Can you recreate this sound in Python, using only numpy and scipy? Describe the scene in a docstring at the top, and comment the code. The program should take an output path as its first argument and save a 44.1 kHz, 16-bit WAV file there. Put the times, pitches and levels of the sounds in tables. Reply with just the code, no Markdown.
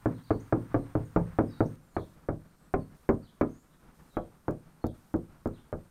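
"""Knuckles rap on the sheet-metal boot lid of a parked car, close up and outdoors.
Each knock pushes the sheet, sets its modes ringing and ticks on the paint. Eight land on the bare lid;
then, lined with damping mat and ringing a little shorter, it takes five at the side and six in the middle.
Small birds chirp far off over a low outdoor hum and a soft hiss, and a small camera whines faintly."""
import sys
import numpy as np
from scipy import signal
from scipy.fft import rfft, irfft
from scipy.io import wavfile

SR = 44100
rng = np.random.default_rng(int(sys.argv[2]) if len(sys.argv) > 2 else 0)


def wav_record(signal):
    """Record a signal, one row per channel, as 16-bit PCM in the file named by sys.argv[1]."""
    frames = np.transpose(np.atleast_2d(signal))
    bounded = np.clip(frames, -1, 1)
    # unit amplitude maps onto the largest positive 16-bit level
    quanta = np.round(bounded * 32767).astype(np.int16)
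    wavfile.write(sys.argv[1], SR, quanta)


N = 260233
LINED_S, MIDDLE_S = 1.757, 3.9  # the lid is lined from here on; the hand moves to its middle

# Tone of the outdoor bed while the lid is bare, and while it is lined: frequency_hz, relative_db
BED_BARE = [(20, 1), (120, 8), (250, -5), (500, -18), (900, -7.5), (1400, -8.5), (2200, -18), (3000, -25),
            (5000, -29), (9000, -31.5), (15000, -30), (16000, -40)]
BED_LINED = [(20, -2), (50, -0.5), (110, -9), (155, 0.5), (200, -4.5), (400, -13.5), (600, -16.5),
             (1400, -17), (1850, -23.5), (3000, -29.5), (4200, -29), (14300, -29.5), (16000, -43)]
# Partials of the camera's whine: pitch_hz, base_level_db
WHINE_PARTIALS = [(8495, -94), (8559, -93.5), (8624, -79.5), (8694, -88), (8759, -91)]
# Knuckle hits: start_s, strength_db, hardness_db (tilt per register), hollowness_db (lift of the body)
KNUCKLE_HITS = [(0.0578, -34, -0.5, 1), (0.306, -32.3, 0.5, 1.2), (0.5252, -31, 0.26, 0),
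                (0.7439, -32, 0.3, 0.5), (0.9528, -35.5, -1.75, 0), (1.1617, -29.5, 0.05, -3.5),
                (1.387, -30, 1.2, 1.5), (1.6055, -31.1, 0.1, 1), (1.9657, -35.6, 0.5, -2),
                (2.2869, -36.5, -1.65, -2.5), (2.7394, -31.5, 0.2, -1.3), (3.0909, -30, 0.5, 3),
                (3.4114, -32, 1.4, 4), (4.1694, -35, 2.5, -1.2), (4.482, -35, 0, -1),
                (4.842, -37.5, -2, -0.2), (5.141, -37.5, -1, 4), (5.4578, -38.5, -1, 1),
                (5.7278, -39, 0, -6)]
# Bounds of the lid's five registers (boom, body, ring, clack, snap): edge_hz
REGISTER_EDGES_HZ = [20, 200, 450, 950, 1750, 5000]
# Low modes of the lid, weighted by spot: pitch_hz, bare_t60_s, bare_db, lined_side_db, lined_middle_db
LOW_MODES = [(32, 0.29, -9, -17, 1.5), (44.5, 0.36, -17, -6, -23), (65, 0.31, -12, -8, -8),
             (87.8, 0.27, -4, 1.5, 1.5), (102.5, 0.48, -15.5, -9, -6.5), (109.9, 0.33, 0, -4.5, -20),
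             (121.15, 0.32, 0, -3.5, -1), (141.6, 0.36, -14, -13, -7), (155.4, 0.41, -6, -2, -5.5),
             (171.1, 0.36, -6.5, -19, -3), (194.7, 0.43, -16, -11.5, -13.5), (208.3, 0.28, -5.5, -2, -4.5),
             (232.3, 0.32, -2.5, 0, -2.5), (247.9, 0.34, -7.5, -20, -8.5), (264.5, 0.34, -6, -1.5, -5),
             (285.1, 0.34, -5.5, -8.5, -11), (301.8, 0.27, -0.5, 2, -3.5), (317.3, 0.11, 9, 2, 6.5),
             (333.7, 0.29, -11.5, 1.5, 0.5), (351.9, 0.27, -2.5, -6.5, -6), (387.2, 0.21, -8, 2.5, -5),
             (417.3, 0.23, -4, -1.5, -4), (446, 0.2, -4.5, -16, -25)]
# Contour of the thin sheet's crowded high modes: pitch_hz, weight_db, bare_t60_s
HIGH_MODE_CONTOUR = [(424, -1, 0.24), (568, 2, 0.19), (794, -2.5, 0.14), (984, -8.5, 0.17),
                     (1306, -2.5, 0.1), (1774, -13.5, .11), (1710, -16, 0.085), (2230, -13.5, 0.087),
                     (2850, -31.5, 0.068), (3400, -34, 0.072), (5000, -38.5, 0.054)]
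# How the damping mat shortens the ring: low_t60_factor, high_t60_factor
MAT_DAMPING = [0.84, 0.94]
# Voicing of each spot (bare, lined side, lined middle): boom_db, body_db, ring_db, clack_db, snap_db
SPOT_VOICING = [(3, 5, -0.9, -9.5, -27), (-0.2, 4, -0.6, -9, -22), (0.8, 4.5, -0.95, -12.5, -31)]
# Lift of the first push over the hit's strength: bare_db, lined_side_db, lined_middle_db
PUSH_LIFT_DB = [17, 16.5, 17]
# Louder clicks on the paint, two as knocks land and four from cuff or fingernail just after a knock: start_s,
# level_db
EXTRA_CLICKS = [(3.092, -54), (3.414, -53), (4.509, -53), (4.867, -48), (5.163, -57.5), (5.474, -54)]
# Tone of the ticks and clicks: frequency_hz, relative_db
TICK_TONE = [(1800, -3), (3000, -10.5), (4500, -0.5), (7000, 0.5), (9000, -6.5), (12500, -1.5), (15000, 1),
             (16000, -7.5)]
# Chirps that drop quickly, then flatten: start_s, length_s, start_hz, end_hz, source_level_db
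BIRD_CHIRPS = [(0.14, .07, 4200, 3440, -71.5), (0.232, .08, 4810, 3620, -68.5),
               (0.784, .07, 4500, 3770, -76), (1.47, .12, 5400, 4000, -67.5),
               (1.938, 0.11, 4600, 3400, -68), (3.219, 0.096, 5100, 3060, -69),
               (3.7, 0.059, 3940, 3450, -78), (4.091, .11, 4400, 3050, -72), (4.809, .11, 4650, 3400, -71),
               (5.531, .08, 4500, 2950, -69.5)]
# Thin whistles that glide straight: start_s, length_s, start_hz, end_hz, source_level_db
BIRD_WHISTLES = [(0.25, .13, 4650, 4450, -73), (0.399, .014, 5740, 7200, -63.5),
                 (1.05, .012, 7400, 6200, -69.5), (1.49, .09, 3900, 3750, -70.5),
                 (1.656, 0.013, 5130, 7000, -64), (1.815, 0.18, 7670, 6200, -81),
                 (2.4, .28, 4130, 4300, -87), (2.58, .09, 8060, 7800, -80), (2.696, .15, 8950, 8800, -80),
                 (2.8, .04, 4420, 4320, -76.5), (3.48, .16, 6060, 7500, -74.5)]


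def gain_of(db):
    """Turns decibels into an amplitude factor."""
    return 10 ** (np.asarray(db) / 20)


def unit_rms(x):
    """Scales to rms 1."""
    return x / np.sqrt(np.mean(x ** 2) + 1e-20)


def curve_at(points, hz, column=1):
    """Reads one column of a spectrum table on a log-frequency axis."""
    table = np.transpose(points)
    return np.interp(np.log(hz + 1), np.log(table[0] + 1), table[column])


def add(mix, start_s, sound):
    """Mixes a sound in at start_s."""
    part = mix[max(round(start_s * SR), 0):][:len(sound)]
    part += sound[:len(part)]


def noise(tone):
    """Noise of rms 1 with the given spectrum."""
    gains = gain_of(curve_at(tone, np.fft.rfftfreq(N, 1 / SR)))
    return unit_rms(irfft(rfft(rng.standard_normal(N)) * gains, N))


def drift(hz):
    """Random wander of rms 1, moving at rates up to about hz."""
    lowpass = np.exp(-(np.fft.rfftfreq(N, 1 / SR) / hz) ** 2)
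    return unit_rms(irfft(rfft(rng.standard_normal(N)) * lowpass, N))


def outdoor_bed(swell_db=2.5, crossover_hz=3000, surge_start_s=1.945, surge_every_s=1.0, surge_s=0.206):
    """Distant wavering hum and microphone hiss; at 1.76 s both drop, and the hiss then pulses."""
    t = np.arange(N) / SR
    air = np.where(t < LINED_S, gain_of(-55.5) * noise(BED_BARE), gain_of(-60) * noise(BED_LINED))
    hum = signal.sosfiltfilt(signal.butter(2, crossover_hz, fs=SR, output="sos"), air)
    hiss = air - hum
    surging = (t - surge_start_s) % surge_every_s < surge_s
    hiss_trim_db = np.where(t < LINED_S, 2, -4 + 3 * surging)
    return hum * gain_of(swell_db * drift(18)) + hiss * gain_of(hiss_trim_db)


def camera_whine(swell_db=6, lag_s=0.092, width_s=0.052):
    """A thin, flickering electronic whine that swells briefly after each knock."""
    t = np.arange(N) / SR
    partials = sum(gain_of(db) * np.sqrt(2) * np.sin(2 * np.pi * (hz * t + rng.random()))
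                   for hz, db in WHINE_PARTIALS)
    swell = sum(np.exp(-((t - hit[0] - lag_s) / width_s) ** 2) for hit in KNUCKLE_HITS)
    trim_db = np.where(t < LINED_S, -0.5, -6)
    return partials * gain_of(trim_db + swell_db * swell + drift(18))


def lid_modes(spot, count=260):
    """Pitch, weight and ring time of the modes at one spot: a few low ones, then a crowd of high ones."""
    low = np.transpose(LOW_MODES)
    low_factor, high_factor = MAT_DAMPING if spot else (1, 1)
    bottom_hz, top_hz = REGISTER_EDGES_HZ[2], REGISTER_EDGES_HZ[-1]
    high_hz = bottom_hz * (top_hz / bottom_hz) ** ((np.arange(count) + rng.random(count)) / count)
    high_db = curve_at(HIGH_MODE_CONTOUR, high_hz)
    high_t60 = curve_at(HIGH_MODE_CONTOUR, high_hz, column=2) * high_factor
    high_t60 *= np.exp(0.18 * rng.standard_normal(count))
    return np.r_[low[0], high_hz], np.r_[low[2 + spot], high_db], np.r_[low[1] * low_factor, high_t60]


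def sheet_push(t, width_s=0.00027, rebound_s=0.0014):
    """The sheet gives way under the knuckle: a short suction, then a weaker, slower rebound."""
    suction = np.exp(-(t / width_s - 1.65) ** 2) * (1 - np.exp(-(2 * t / width_s) ** 2))
    rebound = 0.2 * (t / rebound_s) ** 4 * np.exp(4 * (1 - t / rebound_s))
    return rebound - suction


def lid_knocks(scatter_hz=255, wander=0.044, detune=0.006, spread_db=3.5,
               rise_s=0.0011, boom_rise_s=0.0014, bite_s=0.0032):
    """Each knock pushes the sheet and sets its modes ringing; where it lands decides each mode's share."""
    out, t = np.zeros(N), np.arange(SR // 2) / SR
    spots = np.searchsorted([LINED_S, MIDDLE_S], [hit[0] for hit in KNUCKLE_HITS])
    for spot in range(3):
        hz, weight_db, t60 = lid_modes(spot)
        # the lowest modes start in step with the push; the higher, the more they scatter
        spot_phase = np.pi + hz / scatter_hz * rng.standard_normal(len(hz))
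        decay = np.exp(-np.outer(np.log(1000) / t60, t))
        mode_register = np.searchsorted(REGISTER_EDGES_HZ[1:-1], hz)
        for start_s, strength_db, hardness_db, hollowness_db in np.array(KNUCKLE_HITS)[spots == spot]:
            hand_shift, weight_jitter, pressure = rng.standard_normal((3, len(hz)))
            # bending waves get shorter with pitch, so a small move of the hand changes high modes most
            phase = spot_phase + wander * np.sqrt(hz) * hand_shift
            pressed_hz = hz * (1 + detune * pressure)  # the hand's weight detunes the sheet
            modes = decay * np.cos(2 * np.pi * np.outer(pressed_hz, t) + phase[:, None])
            share = gain_of(weight_db + spread_db * weight_jitter)
            knock = gain_of(strength_db + PUSH_LIFT_DB[spot] + 0.6 * hardness_db) * sheet_push(t)
            for register, voicing_db in enumerate(SPOT_VOICING[spot]):
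                tone = share[mode_register == register] @ modes[mode_register == register]
                # long waves build up slowly; short ones bite hardest before they spread over the sheet
                tone *= 1 - np.exp(-(t / (rise_s if register else boom_rise_s)) ** 2)
                tone *= 1 + 0.335 * register * np.exp(-t / bite_s)
                # a hard knuckle tilts the registers about the middle one; a hollow place lifts the body
                touch_db = hardness_db * (register - 2) + hollowness_db * (register == 1)
                knock += gain_of(strength_db + voicing_db + touch_db) * tone / np.std(tone[:SR // 20])
            add(out, start_s, knock)
    return out


def paint_ticks(decay_s=0.0025):
    """Skin, cuff or nail catches on the paint; every knock ticks faintly, harder ones more."""
    envelope, t = np.zeros(N), np.arange(SR // 20) / SR
    landings = [(start_s, strength_db - 30 + 2.5 * hardness_db)
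                for start_s, strength_db, hardness_db, _ in KNUCKLE_HITS]
    for start_s, level_db in landings + EXTRA_CLICKS:
        add(envelope, start_s, gain_of(level_db) * np.exp(-t / decay_s))
    return envelope * noise(TICK_TONE)


def birds(warble_hz=42, warble_onset_s=0.03, echo_t60_s=0.42, echo_db=-4, direct_db=-2.5):
    """Far-off chirps and whistles that glide and warble, scattered by fences and walls."""
    song = np.zeros(N)
    wobble = np.sin(2 * np.pi * warble_hz * np.arange(N) / SR + drift(25)) + 0.698 * drift(70)
    for calls, bend, warble_depth in (BIRD_CHIRPS, 0.65, 0.085), (BIRD_WHISTLES, 1, 0.028):
        for start_s, length_s, start_hz, end_hz, level_db in calls:
            t = np.arange(int(length_s * SR)) / SR
            glide_hz = start_hz + (end_hz - start_hz) * (t / length_s) ** bend
            warble = warble_depth * np.minimum(t / warble_onset_s, 1) * wobble[int(start_s * SR):][:len(t)]
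            phase = 2 * np.pi * np.cumsum(glide_hz * (1 + warble)) / SR
            call = np.sin(phase) * signal.windows.tukey(len(t), 0.3)
            add(song, start_s, gain_of(level_db) * unit_rms(call))
    t = np.arange(SR // 2) / SR
    tail = rng.standard_normal(len(t)) * np.exp(-np.log(1000) * t / echo_t60_s)
    echo = signal.fftconvolve(song, tail / np.linalg.norm(tail))[:N]
    return gain_of(direct_db) * song + gain_of(echo_db) * echo


def scene():
    """Mono mix: knocks and ticks up front, birds, bed and whine far beneath."""
    return (lid_knocks() + paint_ticks() + birds() + outdoor_bed() + camera_whine())[None]


def record(dry):
    """A steep low-pass trims the very top of the treble."""
    cutoff_hz = 15900
    lowpass = signal.firwin(511, cutoff_hz, window=("kaiser", 9), fs=SR)
    return signal.oaconvolve(dry, lowpass[None], "same")


dry = scene()
out = record(dry)
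wav_record(out)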